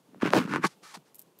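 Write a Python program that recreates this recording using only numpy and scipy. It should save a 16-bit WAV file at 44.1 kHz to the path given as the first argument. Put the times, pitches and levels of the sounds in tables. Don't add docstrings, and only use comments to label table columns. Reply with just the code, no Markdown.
import sys
import numpy as np
from scipy import signal
from scipy.fft import rfft, irfft
from scipy.io import wavfile

SR = 44100
rng = np.random.default_rng(int(sys.argv[2]) if len(sys.argv) > 2 else 0)


def to_wav(s):
    ch = np.atleast_2d(s).T
    pcm = np.round(np.clip(ch, -1, 1) * 32767)
    wavfile.write(sys.argv[1], SR, pcm.astype(np.int16))


N = 61739

# frequency in Hz, level in dB.
HISS_EQ = [(500, -39.5), (2000, -12.5), (3400, 1), (5200, 0), (7500, -7), (11000, -13), (15000, -24)]


def drags():
    # full contact, hold, rise and release in seconds,
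    # then rumble, rasp and hiss levels in dB.
    moves = [(0.146, 0.031, .2, .06, -56, -71, -87), (0.223, 0.0048, 0.039, 0.024, -35.5, -31, -47),
             (0.247, 0.038, 0.082, 0.069, -33.5, -32, -49), (.328, 0.0089, .04, 0.026, -42, -39, -46.5),
             (0.347, 0.0096, 0.024, 0.044, -25, -31, -41.5), (0.365, .027, 0.025, 0.08, -23, -28, -39.5),
             (0.404, 0.044, .03, .1, -34.5, -42, -55), (.50, .025, .18, .05, -35.5, -39.5, -54),
             (.533, .037, 0.13, 0.088, -33, -34, -53.5), (.585, .02, .03, 0.11, -42, -53.5, -74)]
    # frequency in Hz, level in dB.
    rumble_eq = [(30, -52), (60, -34.5), (95, -15), (135, -1), (210, 2), (295, 3.5), (380, -7), (520, -14),
                 (680, -30), (1500, -45)]
    rasp_eq = [(100, -30), (400, -9.5), (720, -10), (1000, 0), (1550, -0.5), (2000, -7.5), (2800, -7.5),
               (3600, -17), (7000, -35), (15000, -60.5)]
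    judder_db = 2 * wander(rate_hz=161)
    judder = unit(amp(judder_db))
    out = np.zeros(N)
    for layer, eq in enumerate([rumble_eq, rasp_eq, HISS_EQ]):
        power = sum((stroke(*move[:4]) * amp(move[4 + layer])) ** 2 for move in moves)
        out += colour(friction() * judder * np.sqrt(power), eq)
    return out


def knocks():
    # start in seconds, level in dB, starting pitch in Hz, decay in seconds.
    hits = [(.088, -50.5, 347, .009), (.133, -47, 420, .005), (.146, -41, 1400, .003),
            (0.1597, -40.5, 420, 0.0062), (.181, -42.5, 380, 0.006), (.2312, -10, 430, .005),
            (.2556, -16.5, 610, 0.0046), (.2748, -21.5, 590, 0.0043), (.3052, -22, 6050, .0007),
            (.309, -29.5, 300, .008), (.335, -5, 2770, 0.003), (0.3489, -15.5, 1400, 0.0046),
            (0.3624, -13.5, 910, 0.0052), (.3775, -13, 700, 0.0037), (.390, -16.5, 600, 0.0055),
            (0.4514, -25, 280, 0.0084), (0.4771, -31, 2600, .004), (.5375, -13.5, 2810, .0016),
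            (.5602, -13, 2900, 0.0019), (.583, -26, 453, 0.0055), (.594, -33, 350, 0.0095),
            (.6398, -21.5, 1800, 0.0042), (.6448, -14, 2520, 0.0023), (.652, -23, 262, 0.0079),
            (.829, -49, 900, .005), (.970, -43.5, 294, .014), (.9742, -43.5, 2200, .0025)]
    rest_hz, sag_cycles = 117.5, .85
    snap_db, snap_decay_s, snap_corner_hz = -20, .0005, 2502
    out = np.zeros(N)
    for start, db, top_hz, decay in hits:
        t = np.maximum(np.arange(N) / SR - start, 0)
        cycles = rest_hz * t + sag_cycles * np.log1p(t * (top_hz - rest_hz) / sag_cycles)
        thud = np.sin(2 * np.pi * cycles) * np.exp(-t / decay)
        snap_gain = amp(snap_db) / (1 + (snap_corner_hz / top_hz) ** 2)
        snap = snap_gain * (t > 0) * np.exp(-t / snap_decay_s) * rng.standard_normal(N)
        out += amp(db) * (thud + colour(snap, HISS_EQ))
    return out


def scuff():
    # frequency in Hz, level in dB.
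    body_eq = [(30, -39), (70, -23), (160, 1), (260, 1), (420, -7.5), (650, -12), (900, 0), (1600, -6),
               (2400, -11.5), (3400, -19.5), (6000, -28), (15000, -68)]
    # resonance in Hz, width in Hz, level in dB.
    hand_modes = [(876, 90, -7.5), (1143, 77, -5), (1510, 80, -7), (1995, 80, -13.5), (2310, 60, -12.5)]
    hollow = resonate(friction(), hand_modes)
    body = unit(colour(friction(), body_eq) + hollow)
    body *= stroke(full_at=.643, hold=.014, rise=.0563, release=.0426)
    hiss = colour(friction(), HISS_EQ) * stroke(full_at=.65, hold=.0232, rise=.047, release=.025)
    return amp(-22) * body + amp(-37.5) * hiss


def creak():
    # resonance in Hz, width in Hz, level in dB.
    creak_modes = [(297, 26, 3), (591, 45, 0.5), (760, 180, -4.5)]
    press = stroke(full_at=.35, hold=.0281, rise=.1262, release=.0666)
    return amp(-25) * press * unit(resonate(friction(), creak_modes))


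def cupped(x):
    # frequency in Hz, level in dB.
    cupped_eq = [(420, 0.5), (540, -3), (660, -9), (780, -6.5), (930, 0), (1600, 0.5), (2300, -1.5),
                 (3100, -6), (4500, -2), (8000, -0.5), (11000, -1), (15000, -7)]
    start_s, closing_s = .43, .076
    closed = np.clip((np.arange(N) / SR - start_s) / closing_s, 0, 1)
    return (1 - closed) * x + closed * amp(-2) * colour(x, cupped_eq)


def slides():
    # full contact, hold, rise and release in seconds, level in dB,
    # hollow note in Hz, note level in dB relative to the brushing.
    passes = [(0.671, .058, .02, 0.11, -59.5, 1200, -10), (0.835, 0.043, 0.037, .1, -51, 1250, -4),
              (0.888, 0.042, .05, .06, -52.5, 1200, -5), (0.943, .015, 0.033, 0.033, -41.5, 832, 0),
              (.968, .006, .02, .03, -55, 850, -14), (1.06, .025, .08, .15, -69, 1000, -9.5)]
    # frequency in Hz, level in dB.
    brush_eq = [(100, -35), (400, -14), (700, -7.5), (1000, -0.5), (2000, -1), (2900, -4.5), (4700, -2),
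                (7500, -7), (11000, -13.5), (15000, -25)]
    out = np.zeros(N)
    for full_at, hold, rise, release, db, note_hz, note_db in passes:
        brush = colour(rng.standard_normal(N), brush_eq)
        note = amp(note_db) * ring(rng.standard_normal(N), note_hz, width_hz=150)
        out += amp(db) * stroke(full_at, hold, rise, release) * unit(brush + note)
    return out


def ticks():
    # start in seconds, level in dB.
    hits = [(1.1455, -40), (1.150, -49), (1.1545, -43), (1.157, -47), (1.164, -50), (1.184, -49),
            (1.1875, -46), (1.1927, -39.5), (1.1937, -35.5), (1.202, -48), (1.2165, -42), (1.222, -47),
            (1.3885, -45), (1.391, -47)]
    # frequency in Hz, level in dB.
    tick_eq = [(500, -35), (2500, -16.5), (5000, -13), (8000, -5), (11500, -2.5), (12800, 3), (14000, -4),
               (16000, -8.5)]
    snap_s, fizz_s, fizz_db = .0004, .0064, -15.5
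    envelope = np.zeros(N)
    for start, db in hits:
        t = np.maximum(np.arange(N) / SR - start, 0)
        envelope += amp(db) * (t > 0) * (np.exp(-t / snap_s) + amp(fizz_db) * np.exp(-t / fizz_s))
    return colour(envelope * rng.standard_normal(N), tick_eq)


def whisper():
    centre_hz, width_hz = 2850, 700
    band = ring(rng.standard_normal(N), centre_hz, width_hz)
    narrow = ring(band, centre_hz, width_hz)
    return amp(-68.5) * stroke(full_at=.53, hold=.14, rise=.1, release=.1) * narrow


def forest():
    # frequency in Hz, level in dB.
    air_eq = [(30, -8), (85, -14.5), (170, -1), (260, -5.5), (340, -3), (480, -5.5), (680, -10),
              (920, -10.5), (1300, -18), (1900, -22.5), (3100, -20.5), (4200, -24), (12500, -27.5),
              (15500, -32)]
    level_db = -64 + 1.13 * wander(rate_hz=15)
    return amp(level_db) * colour(rng.standard_normal(N), air_eq)


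def friction():
    slips_per_s, spread_db, hiss_gain = 3500, 4.5, .35
    sizes = amp(spread_db * np.minimum(rng.exponential(1, N), 3))
    slips = sizes * rng.choice([-1, 1], N) * (rng.random(N) < slips_per_s / SR)
    return unit(unit(slips) + hiss_gain * rng.standard_normal(N))


def stroke(full_at, hold, rise, release):
    t = np.arange(N) / SR
    early = np.maximum(full_at - t, 0) / rise
    late = np.maximum(t - full_at - hold, 0) / release
    return np.exp(-np.log(1000) * (early + late))


def colour(x, eq):
    points_hz, db = np.transpose(eq)
    hz = abs(np.fft.fftfreq(4096, 1 / SR))
    log_gain = np.log(amp(np.interp(np.log(hz + 1), np.log(points_hz), db)))
    taps = np.fft.ifft(np.exp(np.conj(signal.hilbert(log_gain)))).real
    return signal.fftconvolve(x, taps / np.linalg.norm(taps))[:N]


def resonate(x, modes):
    return sum(amp(db) * ring(x, hz, width_hz) for hz, width_hz, db in modes)


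def ring(x, hz, width_hz):
    r = np.exp(-np.pi * width_hz / SR)
    return unit(signal.lfilter([1, 0, -1], [1, -2 * r * np.cos(2 * np.pi * hz / SR), r * r], x))


def wander(rate_hz):
    hz = np.fft.rfftfreq(N, 1 / SR)
    return unit(irfft(rfft(rng.standard_normal(N)) * np.exp(-(hz / rate_hz) ** 2), N))


def amp(db):
    return 10 ** (np.asarray(db) / 20)


def unit(x):
    return x / np.sqrt(np.mean(x ** 2) + 1e-20)


def scene():
    handling = cupped(drags() + knocks() + creak() + scuff())
    return (handling + whisper() + slides() + ticks() + forest())[None]


def record(dry):
    low_cut_hz, high_cut_hz = 105, 15700
    thin = signal.sosfilt(signal.butter(4, low_cut_hz, "high", fs=SR, output="sos"), dry)
    lowpass = signal.firwin(401, high_cut_hz, window=("kaiser", 9), fs=SR)
    return signal.oaconvolve(thin, lowpass[None], "same")


dry = scene()
out = record(dry)
to_wav(out)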